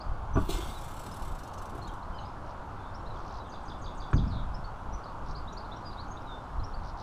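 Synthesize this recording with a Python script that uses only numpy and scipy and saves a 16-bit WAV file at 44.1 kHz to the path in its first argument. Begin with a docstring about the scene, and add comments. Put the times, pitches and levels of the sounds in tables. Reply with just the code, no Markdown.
"""At a car's open boot, one microphone; distant traffic, small birds and a rumbling breeze throughout.
At 0.4 s a hand pump knocks on the bare steel floor, its valve opens and a jet of spray hisses out.
As the pressure falls the jet breaks into spurts, then last sputters, and runs dry at about 2 s.
From 3.5 s a finch trills across the yard; at 4.1 s the car's body thumps once and its panels boom.
The birds chirp and churr on to the end, between gusts on the microphone."""
import sys
import numpy as np
from scipy import signal
from scipy.fft import rfft, irfft
from scipy.io import wavfile
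from scipy.ndimage import uniform_filter1d

SR = 44100
rng = np.random.default_rng(int(sys.argv[2]) if len(sys.argv) > 2 else 0)


def log_audio(samples):
    """Write samples as a 16-bit WAV file to the path given in sys.argv[1]."""
    # one column per channel
    frames = np.atleast_2d(samples).T
    # limit to full scale, then quantise
    limited = np.clip(frames, -1, 1)
    pcm = np.round(limited * 32767).astype(np.int16)
    wavfile.write(sys.argv[1], SR, pcm)


N = 309749

# Levels in the tables are relative: each source is scaled further on its way to the microphone.
# spectrum of distant traffic: frequency_hz, density_db
TRAFFIC_COLOUR = [(50, -3.5), (90, 11), (130, 3.5), (250, -0.5), (450, -5.5), (650, -1), (900, 2.5),
                  (1100, 1), (1450, -5), (1850, -19.5), (2400, -23), (3600, -25.5), (6500, -34),
                  (12500, -45), (14500, -69)]
# spectrum of the breeze on the microphone: frequency_hz, density_db
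BREEZE_COLOUR = [(8, -0.5), (25, 3.5), (45, -3), (90, -12.5), (150, -22), (250, -40.5), (500, -48),
                 (1500, -101)]
# gusts on the microphone: peak_s, half_length_s, level_db
GUSTS = [(0.105, 0.041, -32.5), (0.3, 0.13, -29.5), (0.58, 0.11, -33.5), (1.287, 0.053, -32.5),
         (2.195, 0.16, -44), (3.11, 0.081, -35.5), (3.27, 0.11, -42), (3.797, 0.25, -40),
         (4.527, 0.12, -34), (4.916, 0.042, -34), (5.325, 0.12, -37), (6.607, 0.049, -30),
         (6.814, 0.086, -35.5)]

# warbles of far birds: start_s, length_s, pitch_hz, wander_share, level_db
FAR_WARBLES = [(2.139, 0.18, 4110, 0.13, -64), (2.77, 0.14, 3560, 0.055, -64.5),
               (3.138, 0.04, 3350, 0.046, -60.5), (3.44, 0.06, 3340, 0.045, -62),
               (5.038, 0.091, 4190, 0.09, -64.5), (5.447, 0.59, 3910, 0.1, -68)]
# birds' dry churrs: start_s, length_s, sweeps_per_s, final_db
CHURRS = [(2.446, 0.07, 66, -56), (3.141, 0.25, 66, -53), (5.259, 0.054, 81, -50), (6.833, 0.072, 80, -50),
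          (6.972, 0.044, 78, -48.5)]
# near birds' chirps, two followed by a quick echo:
# start_s, length_s, start_hz, middle_hz, end_hz, level_db
NEAR_CHIRPS = [(0.002, 0.022, 4000, 4630, 5150, -50.5), (0.333, 0.027, 5880, 6000, 5980, -54),
               (0.738, 0.059, 4300, 3880, 3750, -55.5), (1.11, 0.03, 4930, 5200, 5350, -56.5),
               (1.814, 0.024, 3900, 4280, 3950, -53), (1.843, 0.014, 3850, 4260, 4100, -52),
               (1.866, 0.022, 3380, 3750, 4000, -55.5), (1.884, 0.021, 3500, 3220, 3180, -56.5),
               (2.026, 0.013, 3600, 4100, 4500, -61), (2.114, 0.11, 3050, 3080, 2850, -60),
               (2.137, 0.04, 4300, 5020, 4730, -66), (2.181, 0.016, 4620, 4110, 3950, -53),
               (2.186, 0.012, 3400, 2950, 2700, -53.5), (2.187, 0.042, 6400, 6440, 6630, -67.5),
               (2.211, 0.022, 3570, 4030, 4630, -64), (2.231, 0.01, 4500, 3880, 3550, -60),
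               (2.242, 0.026, 3700, 4770, 5050, -63), (2.937, 0.03, 4170, 5330, 5640, -56.5),
               (3.053, 0.033, 3450, 3980, 4380, -59), (3.102, 0.012, 4220, 3930, 3920, -55),
               (3.397, 0.023, 4170, 3940, 3950, -57.5), (4.274, 0.013, 4270, 5130, 5800, -57),
               (4.539, 0.02, 4770, 5290, 5600, -51.5), (4.638, 0.022, 4100, 4400, 4760, -54),
               (4.922, 0.042, 5550, 5920, 5690, -54.5), (5.036, 0.012, 3900, 4600, 5000, -55.5),
               (5.346, 0.027, 3700, 4500, 5100, -50.5), (5.37, 0.023, 3750, 4540, 5000, -52.5),
               (5.471, 0.027, 3360, 3790, 4080, -51.5), (5.522, 0.019, 5200, 5760, 5900, -58.5),
               (5.522, 0.02, 6000, 6750, 7050, -61), (5.566, 0.0226, 3800, 4620, 5100, -48),
               (5.592, 0.024, 3830, 4450, 4800, -56), (5.712, 0.025, 3300, 3680, 4050, -50.5),
               (5.758, 0.022, 5200, 5630, 5800, -60), (5.845, 0.062, 4950, 4810, 4620, -51),
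               (5.898, 0.03, 4500, 3930, 3360, -61), (5.925, 0.013, 3430, 4160, 4900, -55),
               (5.965, 0.058, 3460, 4030, 4940, -51), (6.077, 0.014, 5730, 6500, 6950, -65),
               (6.104, 0.028, 6150, 6480, 6460, -56.5), (6.168, 0.012, 3200, 3730, 4050, -52),
               (6.217, 0.0081, 4800, 5400, 6000, -63), (6.251, 0.14, 4020, 3610, 3657, -54),
               (6.592, 0.018, 3850, 4100, 4300, -59), (6.633, 0.0224, 4750, 5400, 5800, -51.5),
               (6.732, 0.026, 3970, 4520, 4780, -55)]
# a finch's syllable, four glides and then a short low echo of the last:
# offset_s, length_s, start_hz, end_hz, bend_exponent, level_db
FINCH_SYLLABLE = [(0.0, 0.018, 8800, 7350, 1.2, -15.5), (0.025, 0.029, 7100, 5900, 1.5, -7.5),
                  (0.053, 0.015, 4540, 5154, 0.88, -0.5), (0.067, 0.019, 6500, 3400, 4.5, 0),
                  (0.087, 0.014, 4010, 3170, 1.25, -1)]
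# path of the finch's closing slur: time_s, pitch_hz, level_db
SLUR_PATH = [(4.286, 5020, -50), (4.32, 4160, -51), (4.36, 3690, -56.5), (4.405, 3530, -53.5),
             (4.43, 3500, -60)]
# echoes off nearby walls: delay_s, level_db
WALL_ECHOES = [(0.008, -11.5), (0.019, -14), (0.042, -13.5), (0.061, -21)]

# the body's thump and its soft settlings: start_s, ring_db, boom_db, cutoff_hz
THUMPS = [(4.131, -25, -20.5, 3600), (4.16, -37, -36, 400), (4.259, -41, -29.5, 252), (5.28, -43, -50, 200)]
# modes of the car's large panels: pitch_hz, level_db, t60_s
BODY_MODES = [(42.6, 0.5, 0.79), (70.8, -11, 0.47), (107.8, -3, 0.38), (149.3, 3, 0.45), (282.2, -7, 0.47),
              (470, -34, 0.47)]
# dense boom of those panels: frequency_hz, density_db, t60_s
BODY_BOOM = [(25, 9, 0.84), (131, -2.5, 1.77), (282, -8, 0.62), (420, -18.5, 0.34), (756, -25, 0.044),
             (1290, -4.5, 0.036), (1830, -24, 0.071), (3600, -30.5, 0.044), (6000, -36, .03),
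             (14000, -50, .03)]

# the pump's base scuffing under the hand: start_s, hold_s, level_db
SCUFFS = [(0.365, 0.01, -42), (0.514, 0.03, -42), (1.03, 0.22, -54), (1.718, 0.045, -45),
          (3.097, 0.67, -57)]
# rustle of the floor pan: frequency_hz, density_db
SCUFF_COLOUR = [(120, -22), (250, -11), (320, 9.5), (400, 3.5), (490, -15), (750, -7), (1200, -7),
                (1500, -9), (2000, -43), (6000, -80)]
# soft bumps of the opening valve: start_s, level_db
VALVE_BUMPS = [(0.491, -25.5), (0.546, -33)]
# modes of the pump's housing: pitch_hz, level_db, t60_s
HOUSING_MODES = [(171, -5, 0.12), (344, -1, 0.084), (388, -5, 0.14), (697, -7.5, 0.08), (835, -12, 0.08)]
# knocks of the pump on the floor: start_s, ring_db, clatter_db, cutoff_hz
KNOCKS = [(0.356, -36, -25.5, 1300), (0.368, -23.5, -29.5, 6000), (0.379, -36.5, -26, 2000),
          (0.405, -43, -35, 350), (0.42, -41, -35, 199), (1.745, -51, -50, 1500), (1.777, -61, -47, 2500)]
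# modes of the steel floor: pitch_hz, level_db, t60_s
FLOOR_MODES = [(88.7, -7.5, 0.33), (183, -4, 0.22), (278.6, 0.5, 0.12), (342, -0.5, 0.068),
               (399.5, -5, 0.16), (645, -4.5, 0.11), (813, -12, 0.1), (1146, -6, 0.17), (1390, -18, 0.16),
               (1462, -10, 0.1)]
# dense rattle of that floor: frequency_hz, density_db, t60_s
FLOOR_CLATTER = [(30, 17, 0.068), (120, 3.5, 0.13), (336, -7.5, 0.21), (520, -13, 0.14), (1200, -7.5, 0.1),
                 (1600, -20, 0.11), (1970, -36, 0.095), (2600, -17, 0.047), (5000, -40, .06),
                 (14000, -40, .05)]

# hiss of the unbroken jet: frequency_hz, density_db
JET_COLOUR = [(900, -26), (1800, -6), (2400, -3), (3400, 4), (4200, -0.5), (5000, -2.5), (6400, -4),
              (8100, -2.5), (9500, -6.5), (12500, -10.5), (14500, -6.5)]
# ringing of the nozzle in the jet: centre_hz, width_hz, lift_db
NOZZLE_RESONANCES = [(2120, 80, 10), (2390, 100, 4), (2820, 160, 10), (3420, 380, 8), (6370, 220, 6),
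                     (7900, 200, 4), (8500, 120, 5)]
# runs of valve chatter as the pressure falls: start_s, length_s, spurts_per_s, level_db
CHATTER_RUNS = [(0.704, 0.055, 31, -56), (0.777, 0.07, 33, -53), (0.877, 0.1, 36, -52.5),
                (0.989, 0.03, 57, -54), (1.032, 0.14, 39, -55), (1.19, 0.1, 36, -56.5)]
# last sputters, singing in the nozzle at low pressure: start_s, hiss_db, lisp_db
SPUTTERS = [(1.311, -57.5, -72), (1.345, -58, -70), (1.383, -55.5, -66), (1.43, -59, -58), (1.47, -61, -61),
            (1.53, -57.5, -57), (1.576, -61, -51), (1.615, -55, -70), (1.65, -57.5, -63),
            (1.69, -58.5, -77), (1.746, -61, -72), (1.773, -62, -64), (1.822, -66, -67), (1.869, -62, -58),
            (1.931, -63, -72)]
# hiss of the spurts: frequency_hz, density_db
SPURT_COLOUR = [(1500, -6), (2500, -3), (3250, 3.5), (4200, -2), (6200, -3), (7300, -2.5), (7950, 2.5),
                (9000, -5), (10400, -3.5), (11200, -1), (12300, -10), (14600, -10.5)]
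# the nozzle's lisp: frequency_hz, density_db
LISP_COLOUR = [(4500, -11), (5900, -5), (6600, 2), (7400, -9), (8500, -12), (10000, -40)]


def amp(db):
    """Decibels to gain."""
    return 10 ** (np.asarray(db) / 20)


def unit(x):
    """Scales to rms 1."""
    return x / np.sqrt(np.mean(x ** 2) + 1e-20)


def drift(samples, span):
    """Random wobble of rms 1, smoothed over span samples."""
    return unit(uniform_filter1d(rng.standard_normal(samples), span))


def over_hz(table, hz, column=1):
    """Reads a column of a table on a log-frequency axis, one row a frequency."""
    columns = np.transpose(table)
    return np.interp(np.log(hz + 1), np.log(columns[0] + 1), columns[column])[:, None]


def add(mix, start_s, sound):
    """Mixes a sound in at start_s."""
    part = mix[max(round(start_s * SR), 0):][:len(sound)]
    part += sound[:len(part)]


def envelope(start_s, rise_s, hold_s, fall_db_per_s):
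    """Gain over the whole scene: a straight rise, a hold, then a steady fall in dB."""
    age = np.arange(N) / SR - start_s
    return np.clip(age / rise_s, 0, 1) * amp(-fall_db_per_s * np.maximum(age - rise_s - hold_s, 0))


def noise(colour, patchy_db):
    """Noise of a given spectrum whose level drifts in small patches of time and frequency."""
    hz = np.fft.rfftfreq(2048, 1 / SR)
    real, imag, patches = rng.standard_normal((N // 512 + 5, len(hz), 3)).T
    patches = unit(uniform_filter1d(uniform_filter1d(patches, 14, axis=0), 8, axis=1))
    spectrum = (real + 1j * imag) * amp(over_hz(colour, hz) + patchy_db * patches)
    return unit(signal.istft(spectrum, nperseg=2048, noverlap=1536)[1][:N])


def reflect(dry, delay_s, t60_s, wet_db, count):
    """Adds scattered reflections that die away after a first delay."""
    t = np.arange(SR // 2) / SR
    taps = np.zeros(len(t))
    arrivals = ((np.arange(count) + rng.random(count)) * len(t) / count).astype(int)
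    taps[arrivals] = rng.choice([-1, 1], count) * amp(-60 * t[arrivals] / t60_s)
    out = dry.copy()
    add(out, delay_s, amp(wet_db) * signal.fftconvolve(dry, taps / np.linalg.norm(taps)))
    return out


def traffic(level_db=-42.5):
    """Steady tyre roar from far roads."""
    return amp(level_db) * noise(TRAFFIC_COLOUR, patchy_db=0.91)


def breeze(calm_db=-44.5):
    """Wind rumbles on the microphone; each gust adds its power to the calm."""
    t = np.arange(N) / SR
    gust_power = sum(amp(db) ** 2 * np.exp(-((t - peak_s) / half_s) ** 2) for peak_s, half_s, db in GUSTS)
    return np.sqrt(amp(calm_db) ** 2 + gust_power) * noise(BREEZE_COLOUR, patchy_db=0.5)


def whistle(hz, db, waver_share=0.012, crest=1.16):
    """A bird's nearly pure, wavering tone that swells and fades; a crest above 1 peaks late."""
    wavering_hz = hz * (1 + waver_share * drift(SR, 60)[:len(hz)])
    swell = np.sin(np.pi * np.linspace(0, 1, len(hz)) ** crest)
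    return 1.73 * amp(db) * swell * np.sin(2 * np.pi * np.cumsum(wavering_hz) / SR)


def far_twitter(flutter_db=4):
    """Far birds' quick warbles, wandering in pitch and level, blurred by distance."""
    out = np.zeros(N)
    for start_s, length_s, hz, wander, db in FAR_WARBLES:
        turns = uniform_filter1d(uniform_filter1d(rng.standard_normal((2, SR)), 400), 200)
        bend, flutter = unit(turns)[:, :round(length_s * SR)]
        add(out, start_s, whistle(hz * np.exp(wander * bend), db + flutter_db * flutter))
    return amp(-4.5) * reflect(out, delay_s=0.0033, t60_s=0.066, wet_db=-0.5, count=1500)


def churrs(low_hz=3050, high_hz=6800, sweep_s=0.0045, swell_db=8, scatter_s=0.013):
    """Birds' trains of quick upward sweeps grow louder, each sweep scattered into a rasp."""
    out, tail = np.zeros(N), np.arange(SR // 25) / SR
    sweep_hz = np.geomspace(low_hz, high_hz, int(np.ceil(sweep_s * SR)))
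    for start_s, length_s, rate, final_db in CHURRS:
        for age in np.arange(0, length_s, 1 / rate):
            loud, sharp = rng.standard_normal(2)
            db = final_db + loud - swell_db * (1 - age / length_s)
            sweep = whistle(sweep_hz * (1 + 0.04 * sharp), db)
            scatter = rng.standard_normal(len(tail)) * np.exp(-tail / scatter_s)
            rasp = amp(2.5) * signal.fftconvolve(sweep, scatter / np.linalg.norm(scatter))
            add(out, start_s + age, sweep)
            add(out, start_s + age, rasp)
    return amp(-4.3) * out


def closing_slur(buzz_hz=94.2, depth_share=0.079):
    """The finch's falling last note; a fast vibrato makes it buzz."""
    times, hz, db = np.transpose(SLUR_PATH)
    t = np.arange(times[0], times[-1], 1 / SR)
    vibrato = 1 + depth_share * np.sin(2 * np.pi * buzz_hz * t)
    return whistle(np.interp(t, times, hz) * vibrato, np.interp(t, times, db))


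def finch(start_s=3.466, period_s=0.1603, syllables=5, growth_db=1.46, uneven_db=1.3):
    """A trill of ever louder syllables, no two quite alike, then a slur, echoing across the yard."""
    out = np.zeros(N)
    for k in range(syllables):
        syllable_s, syllable_db = start_s + k * period_s, -55.5 + k * growth_db
        for offset_s, length_s, start_hz, end_hz, bend, db in FINCH_SYLLABLE:
            loud, sharp, late, stretch = rng.standard_normal(4)
            length_s *= np.exp(0.06 * stretch)
            t = np.arange(0, length_s, 1 / SR)
            glide_hz = end_hz + (start_hz - end_hz) * abs(1 - t / length_s) ** bend
            note_db = syllable_db + db + uneven_db * loud
            note = whistle(glide_hz * (1 + 0.018 * sharp), note_db, waver_share=0.025, crest=1.0)
            add(out, syllable_s + offset_s + 0.001 * late, note)
    add(out, SLUR_PATH[0][0], closing_slur())
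    return amp(-1) * reflect(out, delay_s=0.01, t60_s=0.35, wet_db=-6, count=1000)


def near_chirps():
    """Near birds' chirps and two quick echoes, each bending through a start, middle and end pitch."""
    out = np.zeros(N)
    for start_s, length_s, *pitches, db in NEAR_CHIRPS:
        progress = np.arange(0, length_s, 1 / SR) / length_s
        parabola = np.polyfit([0, 0.5, 1], pitches, 2)
        add(out, start_s, whistle(np.polyval(parabola, progress), db))
    return out


def yard_birds():
    """Chirps, twitter and finch reach the microphone directly and off nearby walls."""
    song = near_chirps() + far_twitter() + finch()
    heard = song.copy()
    for delay_s, db in WALL_ECHOES:
        add(heard, delay_s, amp(db) * song)
    return amp(-1.1) * reflect(heard, delay_s=0.002, t60_s=0.24, wet_db=-10, count=1000)


def panel_blows(blows, modes, wash, rise_s):
    """Each blow rings a panel's main modes and a dense wash of small ones, treble dying first."""
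    t, out = np.arange(SR) / SR, np.zeros(N)
    ring = sum((-1) ** k * amp(db - 60 * t / t60_s) * np.sin(2 * np.pi * hz * t)
               for k, (hz, db, t60_s) in enumerate(modes))
    for start_s, ring_db, wash_db, cutoff_hz in blows:
        hz, age, spectrum = signal.stft(rng.standard_normal(SR), SR, nperseg=512, noverlap=384)
        spectrum *= amp(over_hz(wash, hz) - 60 * age / over_hz(wash, hz, column=2))
        dense = signal.istft(spectrum, SR, nperseg=512, noverlap=384)[1][:SR]
        dense /= np.sqrt(np.sum(dense ** 2) / (SR // 25))  # the energy of 40 ms at rms 1
        blow = (amp(ring_db) * ring + amp(wash_db) * dense) * (1 - np.exp(-t / rise_s))
        # a soft contact cannot excite the treble
        add(out, start_s, signal.lfilter(*signal.butter(2, cutoff_hz, fs=SR), blow))
    return out


def body_thump():
    """The car's large panels boom once, then settle softly."""
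    return panel_blows(THUMPS, BODY_MODES, BODY_BOOM, rise_s=0.00014)


def base_scuffs(slips_per_s=500):
    """Tiny slips of the pump's base rustle the floor pan."""
    slips = rng.exponential(1, N) * (rng.random(N) < slips_per_s / SR)
    friction = unit(uniform_filter1d(uniform_filter1d(slips, 250), 40))
    push = sum(amp(db) * envelope(start_s, 0.015, hold_s, fall_db_per_s=84)
               for start_s, hold_s, db in SCUFFS)
    return push * friction * noise(SCUFF_COLOUR, patchy_db=1.5)


def valve_bumps(rise_s=0.0016):
    """The valve's kick rings the pump's hollow housing."""
    t, out = np.arange(SR // 4) / SR, np.zeros(N)
    ring = sum(amp(db - 60 * t / t60_s) * np.sin(2 * np.pi * hz * t) for hz, db, t60_s in HOUSING_MODES)
    for start_s, db in VALVE_BUMPS:
        add(out, start_s, amp(db) * ring * (1 - np.exp(-t / rise_s)))
    return out


def pump_knocks():
    """The pump strikes the boot's bare steel floor, which rings and clatters."""
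    return panel_blows(KNOCKS, FLOOR_MODES, FLOOR_CLATTER, rise_s=0.0012)


def jet_flow(leak_s=0.33, open_s=0.4846, rise_s=0.0093, dry_s=1.95, shut_db_per_s=55):
    """The strongest of an early leak, the opening valve's burst and a dribble, until the pump runs dry."""
    leak = amp(-55.5) * envelope(leak_s, 0.087, open_s - leak_s, shut_db_per_s)
    burst = amp(-42) * envelope(open_s, rise_s, hold_s=0.017, fall_db_per_s=52)
    dribble = amp(-54) * envelope(open_s, rise_s, hold_s=0, fall_db_per_s=13)
    return np.max([leak, burst, dribble], axis=0) * envelope(0, rise_s, dry_s, shut_db_per_s)


def nozzle_ring(hiss):
    """The nozzle lifts the hiss around each of its resonances."""
    hz = np.fft.rfftfreq(N, 1 / SR)
    lift = 1 + sum((amp(db) - 1) / (1 + (2 * (hz - centre_hz) / width_hz) ** 2)
                   for centre_hz, width_hz, db in NOZZLE_RESONANCES)
    return unit(irfft(rfft(hiss) * lift, N))


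def valve_spurts(rise_s=0.0071, hold_s=0.01, fall_s=0.011, uneven_db=2.0):
    """Gains of hiss and lisp: the valve chatters, one spurt a cycle, then gives separate sputters."""
    t, opening, lisp = np.arange(SR // 10) / SR, np.zeros(N), np.zeros(N)
    spurt = np.minimum(t / rise_s, 1) * np.exp(-np.maximum(t - hold_s, 0) / fall_s)
    for start_s, length_s, rate, db in CHATTER_RUNS:
        for age, loud in zip(np.arange(0, length_s, 1 / rate), rng.standard_normal(SR // 100)):
            add(opening, start_s + age, amp(db + uneven_db * loud) * spurt)
    for start_s, hiss_db, lisp_db in SPUTTERS:
        add(opening, start_s, amp(hiss_db) * spurt)
        add(lisp, start_s, amp(lisp_db) * spurt)
    return opening, lisp


def spray(grain_db=2.0, surge_db=1.6, singing_db=-52):
    """A jet hisses and breaks into spurts, both grainy with droplets and coloured by the bare cabin."""
    opening, lisp = valve_spurts()
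    droplets = unit(amp(grain_db * drift(N, 30)))
    flow = amp(surge_db * drift(N, 700)) * jet_flow()
    hiss = noise(JET_COLOUR, patchy_db=3.5)
    singing = flow / (flow + amp(singing_db))  # only a strong flow makes the nozzle ring
    jet = flow * (singing * nozzle_ring(hiss) + (1 - singing) * hiss)
    spurts = opening * noise(SPURT_COLOUR, patchy_db=2.0) + lisp * noise(LISP_COLOUR, patchy_db=5.5)
    direct = droplets * (jet + spurts)
    return amp(-0.33) * reflect(direct, delay_s=0.0006, t60_s=0.05, wet_db=-7, count=1500)


def scene():
    """In mono: pump and car in front, birds in the yard, roads far off, wind on the microphone."""
    at_boot = pump_knocks() + body_thump() + valve_bumps() + base_scuffs() + spray()
    outdoors = yard_birds() + churrs() + traffic() + breeze()
    return (at_boot + outdoors)[None]


def record(dry, edge_hz=15000):
    """The recorder's band limit."""
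    lowpass = signal.firwin(511, edge_hz, window=("kaiser", 9), fs=SR)
    return signal.oaconvolve(dry, lowpass[None], "same")


dry = scene()
out = record(dry)
log_audio(out)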